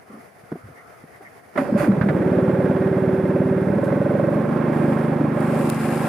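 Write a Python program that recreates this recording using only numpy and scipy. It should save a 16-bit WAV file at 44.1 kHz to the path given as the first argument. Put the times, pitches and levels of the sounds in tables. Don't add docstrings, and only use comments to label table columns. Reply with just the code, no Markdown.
import sys
import numpy as np
from scipy import signal
from scipy.fft import rfft, irfft
from scipy.io import wavfile
from scipy.ndimage import uniform_filter1d

SR = 44100
rng = np.random.default_rng(int(sys.argv[2]) if len(sys.argv) > 2 else 0)


def wav_out(sig):
    wavfile.write(sys.argv[1], SR, np.round(np.clip(np.atleast_2d(sig).T, -1, 1) * 32767).astype(np.int16))


N = 268128
TIME = np.arange(N) / SR
BINS = np.fft.rfftfreq(N, 1 / SR)
KEY_S = 1.555


def gain_of(db):
    return 10 ** (np.asarray(db) / 20)


def unit_rms(x):
    return x / np.sqrt(np.mean(x ** 2) + 1e-20)


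def over_hz(points):
    hz, value = np.transpose(points)
    return np.interp(np.log(BINS + 1), np.log(hz + 1), value)


def level(points):
    return gain_of(np.interp(TIME, *np.transpose(points)))


def ramp(start_s, length_s):
    return np.clip((TIME - start_s) / length_s, 0, 1)


def leaning():
    return ramp(5.39, 0.44)


def sides(db):
    pair = gain_of(np.array([db, -db]).reshape(2, -1) / 2)
    return pair / pair.mean(0)


def filtered(x, response):
    return irfft(rfft(x) * response, N)


def low_cut(x, hz):
    return filtered(x, (BINS / hz) ** 4 / np.sqrt(1 + (BINS / hz) ** 8))


def band(hz, width_hz, shape=N):
    return unit_rms(filtered(rng.standard_normal(shape), np.exp(-((BINS - hz) / width_hz) ** 2)))


def wander(hz):
    return band(0, hz)


# freq_hz, coherence
COHERENCE = [(60, 0.51), (150, 0.83), (520, 0.86), (950, 0.55), (2380, 0.57), (5980, 0.12), (15000, 0.16)]

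def noise(spectrum, coherence=COHERENCE):
    shared, apart = rfft(rng.standard_normal((2, N)))
    alike = over_hz(coherence)
    shared *= np.sqrt(1 + alike)
    apart *= np.sqrt(1 - alike)
    pair = irfft(np.array([shared + apart, shared - apart]) * gain_of(over_hz(spectrum)), N)
    return pair / pair.mean(0).std()


def add(mix, start_s, sound):
    part = mix[max(round(start_s * SR), 0):][:len(sound)]
    part += sound[:len(part)]


def ring(hz, swell_ms):
    t = np.arange(SR // 10) / SR
    age = t * 1000 / swell_ms
    return age ** 2 * np.exp(2 - 2 * age) * np.sin(2 * np.pi * hz * t)


def blows(rows, modes):
    out = np.zeros(N)
    for start_s, db, hz, swell_ms in rows:
        for pitch_ratio, mode_db, swell_ratio in modes:
            add(out, start_s, gain_of(db + mode_db) * ring(hz * pitch_ratio, swell_ms * swell_ratio))
    return out


def bursts(rows, rise_ms):
    out = np.zeros(N)
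    ms = np.arange(SR // 4) * 1000 / SR
    attack = 1 - np.exp(-(ms / rise_ms) ** 2)
    for start_s, db, decay_ms in rows:
        add(out, start_s, gain_of(db) * attack * np.exp(-ms / decay_ms))
    return out


def spells(rows):
    return sum(gain_of(db) * (ramp(start_s, rise_s) - ramp(start_s + rise_s + hold_s, fade_s))
               for start_s, db, rise_s, hold_s, fade_s in rows)


# time_s, firing_hz
SPEED = [(2.13, 17.27), (2.3, 18.25), (2.9, 18.57), (3.2, 18.3), (3.62, 18.65), (3.92, 22.04),
         (4.15, 22.12), (4.52, 25.2), (4.87, 24.75), (5.05, 25.29), (5.3, 24.7), (5.5, 25.02),
         (6.08, 24.93)]
CATCH_S = SPEED[0][0]

def speed():
    return np.interp(TIME, *np.transpose(SPEED))


# idle_hz, pulling_low_hz, pulling_high_hz, working_hz
STAGES_HZ = [18.6, 21.2, 22.8, 24.8]

def by_stage(stage_db, power=2):
    idle, pulling, working = gain_of(stage_db) ** (1 / power)
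    return np.interp(speed(), STAGES_HZ, [idle, pulling, pulling, working]) ** power


def engine_gain(idle_db=0, fresh_db=1.5, octave_db=0.5, pull_db=-1, lean_db=-2.5, settle_s=0.82):
    rate_hz = speed()
    fresh = np.exp(-np.maximum(TIME - CATCH_S, 0) / settle_s)
    octaves = np.log2(rate_hz / STAGES_HZ[0])
    pull = uniform_filter1d(np.gradient(rate_hz), size=SR // 10)
    db = idle_db + fresh_db * fresh + octave_db * octaves + pull_db * pull / pull.max()
    return gain_of(db + lean_db * leaning()) * ramp(KEY_S, 0.0021)


def bump(cycles, phase, width):
    return np.exp(-(np.sin(np.pi * (cycles - phase)) / (np.pi * width)) ** 2) * (cycles > 0)


def strikes(cycles, rows, cycle_spread_db, strike_spread_db, jitter_ms):
    out = np.zeros(N)
    count = int(cycles[-1]) + 1
    chance = rng.standard_normal((count, len(rows) + 2))
    strength = gain_of(cycle_spread_db * chance[:, -1:] + strike_spread_db * chance[:, :-2])
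    late_s = jitter_ms * chance[:, -2] / 1000
    for k, (phase, hz, swell_ms, *stage_db) in enumerate(rows):
        starts_s = np.interp(np.arange(count) + phase, cycles, TIME) + late_s
        gains = np.interp(starts_s, TIME, by_stage(stage_db)) * strength[:, k]
        tone = ring(hz, swell_ms)
        for start_s, gain in zip(starts_s, gains):
            add(out, start_s, gain * tone)
    return out


# freq_hz, level_db
BACKGROUND_SPECTRUM = [(18, -48), (30, -29), (102, -0.5), (341, -4.5), (467, 2), (561, -4), (709, 3.5),
                       (874, -6.5), (2130, -8.5), (2760, -21.5), (3980, -28), (4780, -24), (7860, -31.5),
                       (10200, -22.5), (12500, -30.5), (15500, -31)]
# freq_hz, coherence
BACKGROUND_COHERENCE = [(60, 0.67), (240, 0.41), (950, 0.056), (3770, 0.32), (15000, 0.45)]
# freq_hz, left_minus_right_db
BACKGROUND_BALANCE = [(300, -0.5), (600, 9), (1000, -2.5), (1800, -6), (4000, 1), (8000, 16), (13000, 9)]

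def background(level_db=-50, waver_db=1.5):
    bed = filtered(noise(BACKGROUND_SPECTRUM, BACKGROUND_COHERENCE), sides(over_hz(BACKGROUND_BALANCE)))
    return bed * gain_of(level_db + waver_db * wander(23))


# start_s, level_db, rise_s, hold_s, fade_s
GROANS = [(.09, -41, 0.014, 0.078, 0.031)]

def seat(pitch_hz=235, width_hz=45, overtone_db=-11):
    fundamental = np.exp(-((BINS - pitch_hz) / width_hz) ** 2)
    overtone = gain_of(overtone_db) / (1 + ((BINS - 1.54 * pitch_hz) / (3 * width_hz)) ** 2)
    groan = unit_rms(filtered(rng.standard_normal(N), fundamental + overtone))
    return low_cut(groan * spells(GROANS), hz=90)


# centre_s, level_db, pitch_hz, half_length_s
SCUFFS = [(0.147, -50, 1210, 0.068), (0.59, -52, 1330, 0.13), (0.79, -46.5, 1980, 0.025),
          (0.863, -52, 1300, 0.14), (1.153, -51, 1980, 0.026), (1.24, -58, 1280, 0.11),
          (1.267, -42, 2000, 0.017)]

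def scuffs(width_hz=220):
    return sum(gain_of(db) * band(hz, width_hz, (2, N)) * np.exp(-((TIME - centre_s) / half_s) ** 2)
               for centre_s, db, hz, half_s in SCUFFS)


# start_s, level_db, pitch_hz, swell_ms
KNOCKS = [(.435, -42, 162, 3.9), (.517, -23, 354, 3), (.5218, -20, 234, 4.1), (.5547, -27, 364, 2.9),
          (.635, -37, 111.5, 13), (.686, -38.5, 295, 2.6), (.695, -39, 136, 7.2), (1.038, -33.5, 230, 3.1),
          (1.204, -41, 410, 6), (1.207, -45, 785, 7)]
# pitch_ratio, level_db, swell_ratio
PANEL_MODES = [(0.987, 2.5, 0.95), (0.72, -10, 3.2), (1.48, -13, 0.73), (1.865, -10, 1.55),
               (2.7, -27, 0.86)]

def knocks():
    return low_cut(blows(KNOCKS, PANEL_MODES), hz=55)


# start_s, level_db, decay_ms
CLACKS = [(.517, -35, 8.5), (1.557, -29, 13), (1.575, -20, 18), (1.803, -28, 8), (1.842, -22.5, 7.7),
          (1.917, -28, 7.2), (2.011, -22.5, 18.4), (2.086, -21, 13.5), (5.699, -28, 3.2)]
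# freq_hz, level_db
METAL_SPECTRUM = [(200, -21), (600, 4.5), (900, 1.5), (1450, 4), (1950, 0), (2600, -15), (3300, -21.5),
                  (5000, -30), (7000, -44), (15000, -46)]

def clacks():
    return noise(METAL_SPECTRUM) * bursts(CLACKS, rise_ms=1.25)


def starter_brushes(start_s=1.5, length_s=0.48, level_db=-61):
    song = band(hz=4900, width_hz=650, shape=(2, N))
    return gain_of(level_db) * song * np.sin(np.pi * ramp(start_s, length_s))


# freq_hz, level_db
RUMBLE_SPECTRUM = [(25, -58), (70, -48), (100, -19), (130, -12), (200, -1.5), (270, -1), (370, -1.5),
                   (460, -6), (570, -2.5), (650, -12.5), (780, -27), (1100, -56.5)]

def muffler(cycles, puff=0.12, first_flow_db=-5, build_s=0.3, bark_stage_db=(-29, -28, -30)):
    flow = engine_gain(idle_db=-30, fresh_db=6.5, octave_db=8.5, pull_db=1.5, lean_db=-2)
    flow *= gain_of(first_flow_db * (1 - ramp(KEY_S, build_s)))
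    valve_open = bump(cycles, phase=0.74, width=0.2)
    rumble = noise(RUMBLE_SPECTRUM) * flow * unit_rms(1 + puff * valve_open)
    bark = band(hz=575, width_hz=55) * bump(cycles, phase=0.634, width=0.057)
    return rumble + bark * by_stage(bark_stage_db) * engine_gain()


# freq_hz, level_db
CLATTER_SPECTRUM = [(380, -5), (650, -7.5), (747, 1), (830, -1.5), (952, -5.5), (1070, -3), (1230, -8.5),
                    (1350, -6), (1480, -8), (1640, -8), (1760, -11), (2530, -20), (2990, -30.5),
                    (3250, -28.5), (4020, -36), (6000, -43), (7800, -64), (13200, -120)]
VALVE_TAPS = [(.02, 0.11), (.5, 0.15), (.61, 0.4), (.77, 0.09)]
# time_s, level_db
CLATTER_LEVEL = [(2.2, -2), (2.75, 0), (4.15, -1.5), (4.95, 1), (5.25, -2), (5.42, 1.6), (5.8, -1),
                 (6.0, 2)]

def clatter(cycles, flutter_db=1.5, gear_db=-4, steps=1800):
    taps = 1 + sum(extra * bump(cycles, phase, width=0.04) for phase, extra in VALVE_TAPS)
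    panels = noise(CLATTER_SPECTRUM) * unit_rms(gain_of(flutter_db * wander(59)))
    rasp = rng.standard_normal(steps)[(cycles % 1 * steps).astype(int)] * (cycles > 0)
    gears = gain_of(gear_db) * unit_rms(filtered(rasp, gain_of(over_hz(CLATTER_SPECTRUM))))
    gain = engine_gain(idle_db=-35.5, fresh_db=5, octave_db=9, pull_db=0, lean_db=2.7)
    return gain * level(CLATTER_LEVEL) * unit_rms(taps * (gears + panels))


# freq_hz, level_db
HISS_SPECTRUM = [(1470, -17), (2500, -4), (2690, -3), (3020, -13), (4160, -15), (5290, -13), (5750, -21),
                 (6930, -14.5), (8880, -10.5), (10500, -11.5), (14000, -20), (15000, -23.5)]
# start_s, level_db, rise_s, hold_s, fade_s
RUSTLES = [(4.71, -61.5, 0.041, 0.19, 0.29), (5.3, -43.5, 0.57, .4, .2)]

def air_and_jacket(air_db=-63.5, grit_db=1.5, scrape_db=1.2, upright_left_db=11, leaning_left_db=4.5):
    grit = unit_rms(gain_of(grit_db * wander(500)))
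    air = gain_of(air_db) * ramp(KEY_S, 0.01)
    jacket = spells(RUSTLES) * gain_of(scrape_db * wander(44))
    left_db = upright_left_db + (leaning_left_db - upright_left_db) * leaning()
    return noise(HISS_SPECTRUM) * (air + jacket) * grit * sides(left_db)


# freq_hz, level_db
STARTER_SPECTRUM = [(500, -5), (900, 6.5), (1900, -1), (2600, -5), (3000, -19), (3300, -15), (4150, -26),
                    (4470, -14), (4800, -20), (5700, -25), (6600, -20), (8300, -26), (9200, -16),
                    (12000, -23.5), (15500, -27)]
# start_s, level_db, rise_s, hold_s, fade_s
BITES = [(1.571, -35.5, 0.0039, 0.016, 0.12), (1.768, -29, 0.018, 0.021, 0.098)]

def starter_gear(grit_db=1.5, teeth_hz=190, depth=0.2):
    mesh_hz = teeth_hz * (1 + 0.1515 * wander(23.2))
    teeth = 1 + depth * np.sin(2 * np.pi * np.cumsum(mesh_hz) / SR)
    return noise(STARTER_SPECTRUM) * spells(BITES) * unit_rms(teeth * gain_of(grit_db * wander(260)))


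# start_s, level_db, swell_ms
BARKS = [(1.575, -14, 10.3), (1.617, -19.5, 8.2), (1.688, -21, 10), (1.756, -15.5, 7.8),
         (1.797, -13.5, 10.2), (2.103, -19, 5.6), (2.218, -35, 3.1), (2.326, -13.5, 6.7), (5.53, -21, 4.4),
         (5.569, -21, 4.5)]
# pitch_ratio, level_db, swell_ratio
PIPE_MODES = [(1, -1, 1), (1.32, -19.5, 2.7), (1.9, -24, 0.6)]

def barks(pipe_hz=577.5):
    return blows([(start_s, db, pipe_hz, swell_ms) for start_s, db, swell_ms in BARKS], PIPE_MODES)


# start_s, level_db, pitch_hz, swell_ms
THUMPS = [(1.5816, -14, 267, 14.7), (1.611, -18.5, 255, 6.4), (1.7235, -9.5, 232, 4.6),
          (1.743, -9, 209, 11), (1.8, -16, 150, 8.1), (1.829, -15, 305, 5.7), (1.8765, -8.5, 266, 7.2),
          (1.8833, -7.5, 203.4, 15), (1.9192, -14, 200, 11.5), (1.972, -12.5, 165, 8.8),
          (2.0132, -8.5, 146, 3.8), (2.038, -8.5, 191, 4.4), (2.0533, -13, 200, 16.5),
          (2.0863, -14.5, 149, 16.5), (2.22, -13, 320, 3.2), (3.701, -11, 192, 3.4), (3.733, -13, 342, 3.6),
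          (3.753, -11.5, 208, 6.6), (5.208, -11, 287, 4.9), (5.249, -12, 301, 4.3), (5.545, -21, 312, 4.4)]
# pitch_ratio, level_db, swell_ratio
FRAME_MODES = [(0.996, 0, 0.96), (0.603, -12.5, 0.81), (1.49, -8.5, 0.24)]

def thumps():
    return blows(THUMPS, FRAME_MODES)


# phase_cycles, pitch_hz, swell_ms, idle_db, pulling_db, working_db
STROKES = [(.124, 154, 17.2, -29, -37.5, -28.5), (.135, 363, 6.4, -31, -32, -30),
           (.291, 167, 4.7, -10.7, -14.8, -16.8), (.297, 700, 2, -32, -45, -30.5),
           (.427, 426, 14.5, -29.5, -27.5, -40), (.458, 327, 5.7, -18.5, -20, -24.5),
           (.51, 198, 8.4, -24, -21, -50), (.512, 568, 6.3, -18.8, -15.1, -23.4),
           (.559, 264, 14.7, -29, -26, -27), (.592, 505, 18, -29, -31.5, -50)]

def beat(cycles):
    return strikes(cycles, STROKES, cycle_spread_db=0.5, strike_spread_db=0.5,
                   jitter_ms=0.092) * engine_gain()


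# phase_cycles, pitch_hz, swell_ms, idle_db, pulling_db, working_db
RATTLES = [(.02, 884, 7.9, -37, -36, -47), (.3, 1527, 5.7, -47, -34, -45), (.38, 1345, 4.6, -50, -47, -39),
           (.45, 1066, 7.6, -54, -36.5, -39.5), (.4, 1860, 18, -46.5, -47, -51),
           (.45, 2086, 11, -47, -48, -55), (0.499, 1609, 5, -43, -44, -41.5),
           (.93, 785, 1.7, -43, -47, -30), (.97, 1077, 3.8, -49, -40, -32.5)]

def rattles(cycles):
    return strikes(cycles, RATTLES, cycle_spread_db=0.8, strike_spread_db=2,
                   jitter_ms=0.3) * level(CLATTER_LEVEL)


# firing_multiple, idle_db, pulling_db, working_db
BELT_TONES = [(6.884, -39.5, -51, -64), (10.59, -51, -47, -33), (13.846, -30.5, -38, -34),
              (20.64, -25.5, -72, -44)]

def belt(cycles, flutter_db=1.3, slip_cycles=0.0045):
    angle = 2 * np.pi * (cycles + slip_cycles * wander(6))
    hum = np.zeros(N)
    for multiple, *stage_db in BELT_TONES:
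        flutter = gain_of(flutter_db * wander(3.7))
        hum += by_stage(stage_db, power=8) * np.sin(multiple * angle) * flutter
    return np.sqrt(2) * hum * np.clip(cycles / 2, 0, 1)


# firing_multiple, idle_db, pulling_db, working_db
DRONE_TONES = [(2, -68, -62, -54), (5, -48, -39, -52), (6, -60, -39, -42), (7, -60, -38, -60),
               (9, -32, -34.5, -24.8)]

def drone(cycles, intake_phase=0.4, lean_db=-0.8):
    angle = 2 * np.pi * (cycles - intake_phase)
    tones = sum(by_stage(stage_db) * np.cos(multiple * angle) for multiple, *stage_db in DRONE_TONES)
    return -tones * gain_of(lean_db * leaning()) * np.clip(cycles, 0, 1)


# time_s, level_db
MID_LEVEL = [(3.75, 0), (4.2, 0.5), (4.35, 1), (4.5, -0.5), (4.85, 1.5), (5.13, -1), (5.46, -1.5),
             (5.55, 1.5), (5.68, 1.5), (5.78, -6), (5.88, 0.5), (6.08, -0.5)]

def surging(x, above_hz=260):
    mids = filtered(x, 1 - 1 / (1 + (BINS / above_hz) ** 8))
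    return x + mids * (level(MID_LEVEL) - 1)


# start_s, level_db, decay_ms
TICKS = [(3.84, -52, 32), (5.405, -40, 2.7), (5.588, -47, 18), (5.6942, -23, 0.81), (5.6995, -14.5, 1.07),
         (5.7455, -30, 1.2)]
# freq_hz, level_db
TICK_SPECTRUM = [(1000, -18), (2800, -4), (4200, -3.5), (6000, -6.5), (8000, -2.5), (10000, 2), (12000, -5),
                 (15000, -9)]

def ticks(left_db=8):
    return noise(TICK_SPECTRUM) * bursts(TICKS, rise_ms=0.67) * sides(left_db)


# freq_hz, left_minus_right_db
ENGINE_BALANCE = [(60, -3.5), (150, -0.9), (280, -0.7), (560, -4), (1000, -10), (2000, -5.5), (4000, 0.5),
                  (8000, 10.5)]

def scene(swing_db=6.0):
    cycles = np.cumsum(speed() * (TIME >= CATCH_S)) / SR
    metal = (clatter(cycles) + clacks() + rattles(cycles)) * sides(swing_db * leaning())
    gas = surging(beat(cycles) + muffler(cycles))
    engine = low_cut(gas + thumps() + barks() + metal, hz=80) + belt(cycles) + starter_gear()
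    engine = filtered(engine, sides(over_hz(ENGINE_BALANCE))) + drone(cycles)
    driver = knocks() + seat() + scuffs()
    return engine + starter_brushes() + air_and_jacket() + ticks() + background() + driver


def record(dry, edge_hz=15500):
    low_pass = signal.firwin(511, edge_hz, window=("kaiser", 9), fs=SR)
    return signal.oaconvolve(dry, low_pass[None], "same")


dry = scene()
out = record(dry)
wav_out(out)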